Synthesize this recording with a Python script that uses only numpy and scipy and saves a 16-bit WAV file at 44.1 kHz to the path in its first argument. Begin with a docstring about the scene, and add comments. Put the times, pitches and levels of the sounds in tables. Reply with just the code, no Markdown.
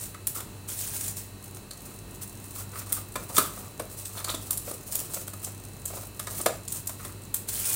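"""An aluminium foil tray snaps, pops and knocks on the counter as someone presses a plastic sheet onto it.
First the sheet is peeled off its wrapping, and its tiny creases flip with a crinkle. Under the fingers
small patches of foil buckle in bursts of clicks, the rim folds and creaks, and the hollow tray rings.
The small kitchen echoes briefly, and an appliance's motor hums and whines faintly underneath."""
import sys
import numpy as np
from scipy import signal
from scipy.fft import rfft, irfft
from scipy.io import wavfile
from scipy.ndimage import uniform_filter1d

SR = 44100
rng = np.random.default_rng(int(sys.argv[2]) if len(sys.argv) > 2 else 0)


def generate_wav(sig):
    """Save sig (samples, or channels by samples) to the path in sys.argv[1] as 16-bit PCM at SR."""
    pcm = np.round(np.clip(np.atleast_2d(sig).T, -1, 1) * 32767).astype(np.int16)
    wavfile.write(sys.argv[1], SR, pcm)


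N = 341775
TIME = np.arange(N) / SR

# Event levels are set before each source's own gain. A "colour" is how strong each pitch is in a sound.
# small patches of foil buckling: time_s, level_db, pitch_hz
SNAPS = [(0.2701, -13.5, 9900), (1.568, -35, 6300), (2.9237, -12, 8700), (3.3802, -8.5, 14000),
         (4.053, -24.5, 8200), (4.5062, -13, 7350), (4.574, -19, 9100), (4.9523, -15, 6800),
         (5.1432, -21.5, 7150), (5.445, -22, 8400), (5.855, -19.5, 6800), (6.4112, -20.5, 9000),
         (6.679, -23.5, 7600), (6.7212, -19, 8800), (6.872, -19, 7250), (7.3416, -13.5, 7700)]
# the rim folding over: time_s, level_db, pitch_hz
FOLDS = [(1.709, -28.5, 4270), (3.366, -14.5, 3600), (4.2435, -20.5, 4460), (4.299, -22, 3860),
         (4.3454, -22.5, 3480), (6.2698, -26.5, 3740)]
# the tray bumping the counter or being tapped: start_s, ring_db, centre_hz, centre_boost_db, crack_db
KNOCKS = [(0.144, -34, 1800, 17, -38), (.403, -34.5, 1400, 8, -27.5), (3.156, -21.5, 806, 3.5, -24),
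          (3.3811, -9.5, 1000, 1.5, -9), (3.7958, -22.5, 520, 11.5, -26), (4.339, -25.5, 334, 4, -43),
          (4.711, -28.5, 430, 10, -26), (5.277, -37, 1200, 1, -26.5), (5.334, -36.5, 330, 0, -30),
          (6.195, -30.5, 1710, 4, -22), (6.271, -29, 1110, 11, -48), (6.399, -27.5, 342, 10, -42),
          (6.4598, -13, 370, 4, -13.5), (6.892, -32.5, 880, 7, -28), (7.049, -34, 1270, 4, -30)]
# the tones the tray rings with: pitch_hz, level_db, ring_s (time to fade by 60 dB)
TRAY_TONES = [(188, -8, 0.044), (290, -3, 0.034), (347.6, -6, 0.055), (477, -11.5, 0.047),
              (616, -3.5, 0.066), (692, -7, 0.053), (828, -6, 0.023), (984, -2, 0.041), (1130, 3, 0.028),
              (1279, 2.5, 0.041), (1710, -2, 0.028)]
# the tray's floor flipping through: time_s, level_db, pitch_hz, rise_s, fade_s
POPS = [(3.385, -14, 1051, 0.00048, 0.0023), (6.466, -10, 663, 0.0015, .0018)]
# the rim scraping under pressure: start_s, length_s, level_db
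CREAKS = [(4.162, 0.059, -45), (4.285, 0.041, -36)]
# pulls on the plastic sheet: start_s, length_s, level_db, swell_db_per_s
PULLS = [(-.02, 0.062, -39, -10), (0.343, 0.021, -43.5, -4), (0.673, 0.076, -37.5, 0),
         (0.772, 0.3, -39, 10), (1.157, 0.034, -40.5, 0), (7.47, 0.38, -37, 31)]
# large creases of the plastic flipping: start_s, level_db
CREASES = [(.685, -39), (.7907, -26), (0.936, -29), (.964, -26), (2.152, -48), (3.989, -33), (7.488, -22),
           (1.01, -26), (1.08, -24), (4.283, -30), (7.653, -22)]
# fingers pressing the sheet onto the tray: start_s, length_s, crinkle_db, rub_db, rub_centre_hz
PRESSES = [(0.347, 0.058, -34.5, -42, 1200), (1.82, 0.14, -49, -61, 1200), (2.209, 0.042, -40.5, -55, 1200),
           (2.396, 0.23, -47.5, -74, 985), (2.547, 0.1, -38, -50, 1080), (2.727, 0.11, -39, -43.5, 1300),
           (2.86, 0.17, -41, -46, 1170), (3.178, 0.56, -43.5, -47.5, 880), (3.344, 0.054, -21, -39.5, 1300),
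           (3.863, 0.4, -43.5, -60, 800), (4.142, 0.097, -42, -45.5, 1210), (4.258, 0.1, -42, -40, 1080),
           (4.353, 0.3, -45, -57, 700), (4.643, 0.13, -38, -45, 483), (4.854, 0.24, -35.5, -51.5, 664),
           (5.092, 0.15, -37, -46.5, 720), (5.415, 0.079, -37.5, -46.5, 615),
           (5.843, 0.23, -42.5, -46, 700), (6.282, 0.18, -36, -50.5, 760), (6.722, 0.087, -36.5, -62, 900),
           (6.98, 0.14, -45, -49.5, 1530)]
# colour of cracking foil: pitch_hz, level_db
FOIL_COLOUR = [(300, -24), (1200, -9), (2700, -14.5), (3900, -9), (5400, -11), (8400, 0.5), (10500, -3),
               (12400, -7), (14800, -1), (17000, -29)]
# colour of the creaking rim: pitch_hz, level_db
CREAK_COLOUR = [(600, -10), (1800, -6), (2900, -3), (3900, 10), (5500, -5), (12000, -21)]
# colour of crinkling plastic: pitch_hz, level_db
PLASTIC_COLOUR = [(200, -18), (700, -7.5), (1400, -11), (3200, -10.5), (5400, -6), (7000, -1.5),
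                  (8700, 3.5), (11000, -1.5), (12200, -7), (14200, 4), (17000, -5)]
# colour of the hollow tray when it is rubbed or rattles: pitch_hz, level_db
TRAY_COLOUR = [(120, -36.5), (300, 4), (650, 5), (850, -4), (1280, 6), (1600, -4), (2300, -1), (2900, -7),
               (3900, -4), (6000, -7), (12000, -60)]
# colour of the rushing air: pitch_hz, level_db
AIR_COLOUR = [(20, -18), (33, -23), (47, -3), (70, -10), (110, -1.5), (170, -9), (400, -12), (550, -19),
              (1100, -21.5), (1700, -27.5), (5500, -33), (8800, -25.5), (12200, -33.5), (14500, -29)]
# the motor's strong tones: multiple_of_motor_rate, level_db
HUM_TONES = [(1, -59), (4, -59), (12, -68), (38, -72), (52, -71), (54, -66.5), (60, -74), (81, -66.5)]
# the changing level of the deep hum at twice the motor rate: time_s, level_db
DEEP_HUM = [(0.0, -50), (1.01, -45.5), (1.64, -50), (1.68, -82), (1.96, -52), (2.68, -44.5), (3.84, -53),
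            (4.25, -45.5), (5.03, -51.5), (5.29, -47), (7.75, -47)]
# bands where the appliance's casing buzzes with weak tones: centre_hz, width_octaves, level_db
WHINE_BANDS = [(2670, 0.036, -72.5), (4190, 0.12, -74.5)]
# the kitchen's echo: pitch_hz, ring_s (time to fade by 60 dB)
ROOM_ECHO = [(150, 0.32), (2500, 0.37), (16000, 0.25)]


def foil_snaps(gain_db=-9, lead_db=-38, lead_s=0.014, burst_s=0.018, rebound_s=0.003, rebound_db=2.5):
    """Buckling foil creaks, gives way in a burst of clicks and cracks again as it springs back."""
    out, t = np.zeros(N), np.arange(-2048, 2048) / SR
    strain = np.where(t < 0, amp(lead_db) * np.exp(-abs(t) / lead_s), amp(-60 * abs(t) / burst_s))
    strain += (t > rebound_s) * amp(rebound_db - 60 * abs(t - rebound_s) / burst_s)

    def buckle(s, db, **tone):
        add(out, s + t[0], amp(db + gain_db) * crack(FOIL_COLOUR, strain, **tone))

    for s, db, hz in SNAPS:
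        bright_hz = 8900 * 2 ** (0.2 * (db + 20))  # a harder snap is brighter
        buckle(s, db, centre_hz=bright_hz, boost_db=11, ping_hz=hz, ping_db=5)
    for s, db, hz in FOLDS:
        buckle(s, db, centre_hz=4130, boost_db=8, ping_hz=hz, ping_db=10.5)
    for s, *_, db in KNOCKS:  # a knock also cracks the rim, which pings faintly
        buckle(s, db, centre_hz=3430, boost_db=0, ping_hz=3430, ping_db=4.5)
    return out


def tray_knocks(gain_db=-8, octaves=0.81, rattle_s=0.043, rise_s=0.0035):
    """A knock or a fold rings the tray, muffled by the food in it; the rim rattles briefly."""
    out, t = np.zeros(N), np.arange(SR // 5) / SR
    tone_hz, tone_db, ring_s = np.transpose(TRAY_TONES)[:, :, None]
    fold_blows = [(s, db - 13, 1170, 8) for s, db, _ in FOLDS]  # a fold rings it only a little
    for s, db, centre_hz, boost_db, *_ in KNOCKS + fold_blows:
        phase, bend = rng.random((2, len(TRAY_TONES), 1))
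        bent_hz = tone_hz * (1 + 0.084 * (bend - .5))  # the grip bends the thin walls
        waves = np.sin(2 * np.pi * (bent_hz * t + phase))
        ring = (waves * amp(tone_db + boost_db * bell(tone_hz, centre_hz, octaves) - 60 * t / ring_s)).sum(0)
        rim_clicks = clicks(len(t), per_s=6000, spread_db=1.1) * amp(-60 * t / rattle_s)
        rattle = coloured(rim_clicks, TRAY_COLOUR, boost(boost_db, centre_hz, octaves))
        blow = (peaked(ring) + peaked(rattle)) * (1 - np.exp(-t / rise_s))
        add(out, s, amp(db + gain_db) * peaked(blow))
    return out


def tray_pops(sag_octaves_per_s=25):
    """The tray's floor flips with a hollow pop; its pitch sags as the tension goes."""
    out, t = np.zeros(N), np.arange(-1024, 1024) / SR
    for s, db, hz, rise_s, fade_s in POPS:
        pitch_hz = hz * 2 ** (-sag_octaves_per_s * t)
        swing = np.sin(2 * np.pi * np.cumsum(pitch_hz) / SR)
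        loudness = np.exp(-abs(t) / np.where(t < 0, rise_s, fade_s))
        add(out, s + t[0], amp(db) * swing * loudness)
    return out


def rim_creaks():
    """Pressed hard, the rim sticks and slips with a nasal scrape."""
    slips = rustle(CREAK_COLOUR, per_s=2300, spread_db=3, clump_db=5, clump_hz=70,
                   low_hz=2000, high_hz=4500)
    return sum(amp(db) * pressure(s, length) for s, length, db in CREAKS) * slips


def sheet_peeling(fizz_db=0.5, pings_db=-8):
    """Pulled plastic gives a bright fizz of creases and pings, louder the tighter the pull."""
    pull = np.zeros(N)
    for s, length, db, db_per_s in PULLS:
        swell_db = db_per_s * np.clip(TIME - s, 0, length)
        pull += amp(db + swell_db) * held(s, length, rise_s=0.012, fade_s=0.047)
    fizz = rustle(PLASTIC_COLOUR, per_s=3200, spread_db=-1, clump_db=2.5, clump_hz=35)
    return pull * (amp(fizz_db) * fizz + amp(pings_db) * sheet_pings())


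def sheet_pings(ring_s=0.006, low_hz=1500, high_hz=12000, count=28):
    """Small tight patches of plastic ring briefly, each at its own pitch."""
    out, t = np.zeros(N), np.arange(1024) / SR
    pitches = low_hz * (high_hz / low_hz) ** ((np.arange(count) + rng.random(count)) / count)
    rings = np.sin(2 * np.pi * pitches[:, None] * t) * amp(-60 * t / ring_s)
    flips = clicks(N, per_s=450, spread_db=3)
    patch = rng.integers(0, count, N)
    for at in np.flatnonzero(flips):
        add(out, at / SR, flips[at] * rings[patch[at]])
    return unit(coloured(out, PLASTIC_COLOUR))


def sheet_creases(gain_db=-5, burst_s=0.043):
    """The larger creases of the plastic flip one by one, each at its own pitch."""
    out, strain = np.zeros(N), amp(-60 * np.arange(2048) / SR / burst_s)
    for s, db in CREASES:
        hz = rng.uniform(3500, 10500)
        flip = crack(PLASTIC_COLOUR, strain, centre_hz=hz, boost_db=3, ping_hz=hz, ping_db=5)
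        add(out, s, amp(db + gain_db) * flip)
    return out


def crinkle(hold_from_s=2.9, hold_db=-68, settle_db=-25.5):
    """Sheet and foil crackle under each press, as they settle after a snap, and faintly while held."""
    power = amp(hold_db) ** 2 * (TIME > hold_from_s)
    power += sum((amp(db) * pressure(s, length)) ** 2 for s, length, db, *_ in PRESSES)
    for s, db, _ in SNAPS:
        power += (amp(db + settle_db) * held(s, length_s=0.026, rise_s=0.026, fade_s=0.027)) ** 2
    return np.sqrt(power) * rustle(PLASTIC_COLOUR, per_s=2000, spread_db=0.5, clump_db=5, clump_hz=30)


def finger_rubs(boost_db=9, octaves=0.54):
    """Small slips of the fingers sound through the hollow tray; the spot pressed sets their pitch."""
    slips = rustle(TRAY_COLOUR, per_s=2200, spread_db=2, clump_db=7, clump_hz=48, low_hz=317, high_hz=1200)
    out = np.zeros(N)
    for s, length, _, db, centre_hz in PRESSES:
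        part = slice(round(s * SR), round((s + length) * SR))
        spectrum = rfft(slips[part])
        hz = np.linspace(0, SR / 2, len(spectrum))
        rub = irfft(spectrum * amp(boost_db * bell(hz, centre_hz, octaves)), len(slips[part]))
        add(out, s, amp(db) * pressure(s, length)[part] * unit(rub))
    return out


def sheet_ticks(start_s=1.4, per_s=34, gain_db=-46.5, tick_s=0.022, count=8):
    """Single creases flip at random with faint ticks while the sheet is handled."""
    out, t = np.zeros(N), np.arange(2048) / SR
    for centre_hz in np.geomspace(6500, 11500, count):
        burst = clicks(len(t), per_s=10000, spread_db=5.2) * amp(-60 * t / tick_s)
        tick = coloured(burst, PLASTIC_COLOUR, boost(8, centre_hz, octaves=0.81))
        flips = clicks(N, per_s / count, spread_db=1.5) * (TIME > start_s)
        out += signal.oaconvolve(flips, peaked(tick))[:N]
    return amp(gain_db) * out


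def kitchen(sound, echo_db, gap_s=0.0023):
    """Adds the dense echo of tiled walls; low and high pitches die away at their own speeds."""
    bounces = rng.standard_normal(SR // 2) * (rng.random(SR // 2) < 5000 / SR)
    hz, t, bands = signal.stft(bounces, SR, nperseg=256)
    fade = amp(-60 * t / look_up(ROOM_ECHO, hz)[:, None])
    echo = signal.istft(bands * fade, SR, nperseg=256)[1]
    echo *= np.clip(np.arange(len(echo)) / SR / gap_s - 1, 0, 1)  # fades in after a short gap
    return sound + amp(echo_db) * signal.oaconvolve(sound, echo / np.linalg.norm(echo))[:N]


def appliance(motor_hz=49.055, waver_hz=0.035, air_db=-45.5):
    """A motor hums and buzzes at whole multiples of its turning rate, over a soft rush of air."""
    air_gain = amp(look_up(AIR_COLOUR, np.fft.rfftfreq(N, 1 / SR)))
    air_level = amp(air_db + 0.7 * drift(6))
    air = air_level * unit(irfft(rfft(rng.standard_normal(N)) * air_gain, N))
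    angle = 2 * np.pi * np.cumsum(motor_hz + waver_hz * drift(4.9)) / SR
    hum = [(k, amp(db + drift(12))) for k, db in HUM_TONES]
    hum.append((2, amp(np.interp(TIME, *np.transpose(DEEP_HUM)))))
    whine = [(k, sum(amp(db) * bell(k * motor_hz, hz, width) for hz, width, db in WHINE_BANDS))
             for k in [*range(51, 58), *range(77, 94)] if k not in dict(HUM_TONES)]
    motor = sum(gain * np.sin(k * angle + 2 * np.pi * rng.random()) for k, gain in hum + whine)
    return air + np.sqrt(2) * motor


def crack(colour, strain, centre_hz, boost_db, ping_hz, ping_db):
    """A burst of clicks as loud as the strain, with a broad boost and one narrow ringing pitch."""
    extra_db = boost(boost_db, centre_hz, octaves=1) + boost(ping_db, ping_hz, octaves=0.073)
    burst = clicks(len(strain), per_s=13000, spread_db=3.1) * strain
    return peaked(coloured(burst, colour, extra_db))


def rustle(colour, per_s, spread_db, clump_db, clump_hz, low_hz=3000, high_hz=15000, count=6):
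    """Clumps of clicks, shared among creases that each favour their own pitch."""
    clumps = amp(clump_db * np.clip(drift(clump_hz), -2, 2))
    crackle = np.zeros(N)
    for centre_hz in np.geomspace(low_hz, high_hz, count):
        flips = clicks(N, per_s / count, spread_db) * clumps
        crackle += coloured(flips, colour, boost(6, centre_hz, octaves=0.23))
    # even out the level, so random clumps do not make one stroke louder than another
    power = uniform_filter1d(uniform_filter1d(crackle ** 2, 4096), 2048)
    return crackle / np.sqrt(abs(power) + 1e-12)


def clicks(n, per_s, spread_db):
    """Tiny clicks at random times; spread_db sets how much their sizes vary."""
    sizes = amp(spread_db * np.minimum(rng.exponential(1, n), 4)) * rng.choice([-1, 1], n)
    return sizes * (rng.random(n) < per_s / SR)


def pressure(start_s, length_s, skew=0.83, roundness=0.71):
    """One press of the fingers, from 0 to 1 and back; a skew under 1 brings the top earlier."""
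    along = np.clip((TIME - start_s) / length_s, 0, 1)
    return np.sin(np.pi * along ** skew) ** roundness * (along < 1)


def held(start_s, length_s, rise_s, fade_s):
    """A level that rises to 1, stays there and fades away."""
    rise = np.clip((TIME - start_s) / rise_s, 0, 1)
    return rise * np.exp(-np.clip((TIME - start_s - length_s) / fade_s, 0, 20))


def drift(rate_hz):
    """A smooth random wobble that changes about rate_hz times a second."""
    hz = np.fft.rfftfreq(N, 1 / SR)
    return unit(irfft(rfft(rng.standard_normal(N)) * np.exp(-(hz / rate_hz) ** 2), N))


def coloured(sound, colour, extra_db=0):
    """Gives a sound a colour, using a filter that rings only after each click."""
    log_gain = np.log(amp(look_up(colour, np.fft.rfftfreq(2048, 1 / SR)) + extra_db))
    mirrored = np.concatenate([log_gain, log_gain[-2:0:-1]])
    ring = np.fft.ifft(np.exp(np.conj(signal.hilbert(mirrored)))).real
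    return signal.oaconvolve(sound, ring)[:len(sound)]


def boost(db, centre_hz, octaves):
    """Extra decibels around one pitch, to pass to coloured()."""
    return db * bell(np.fft.rfftfreq(2048, 1 / SR), centre_hz, octaves)


def bell(hz, centre_hz, octaves):
    """A bell curve of height 1 around one pitch."""
    return np.exp(-.5 * (np.log2((hz + 1) / centre_hz) / octaves) ** 2)


def look_up(table, hz):
    """Reads between a table's rows, with octaves evenly spaced."""
    row_hz, values = np.transpose(table)
    return np.interp(np.log(hz + 1), np.log(row_hz + 1), values)


def peaked(sound):
    """Scales the loudest hundredth of a second to an average (rms) level of 1."""
    return sound / np.sqrt(uniform_filter1d(sound ** 2, 400).max() + 1e-20)


def unit(sound):
    """Scales to an average (rms) level of 1."""
    return sound / np.sqrt(np.mean(sound ** 2) + 1e-20)


def amp(db):
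    """Turns decibels into a gain."""
    return 10 ** (np.asarray(db) / 20)


def add(mix, start_s, sound):
    """Mixes a sound in at start_s."""
    part = mix[max(round(start_s * SR), 0):][:len(sound)]
    part += sound[:len(part)]


def scene():
    """Tray and sheet in the kitchen, over the appliance, in one channel."""
    bright = foil_snaps() + sheet_peeling() + sheet_creases() + crinkle() + sheet_ticks() + rim_creaks()
    bright = kitchen(bright, echo_db=-5)
    hollow = kitchen(tray_knocks() + tray_pops() + finger_rubs(), echo_db=-7)
    return (bright + hollow + appliance())[None]


def record(dry, ceiling=0.9, top_hz=15900):
    """Rounds off the very loudest peaks, then cuts the highest treble."""
    rounded = ceiling * np.tanh(dry / ceiling)
    treble_cut = signal.firwin(401, top_hz, window=("kaiser", 7), fs=SR)
    return signal.oaconvolve(rounded, treble_cut[None], "same")


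dry = scene()
out = record(dry)
generate_wav(out)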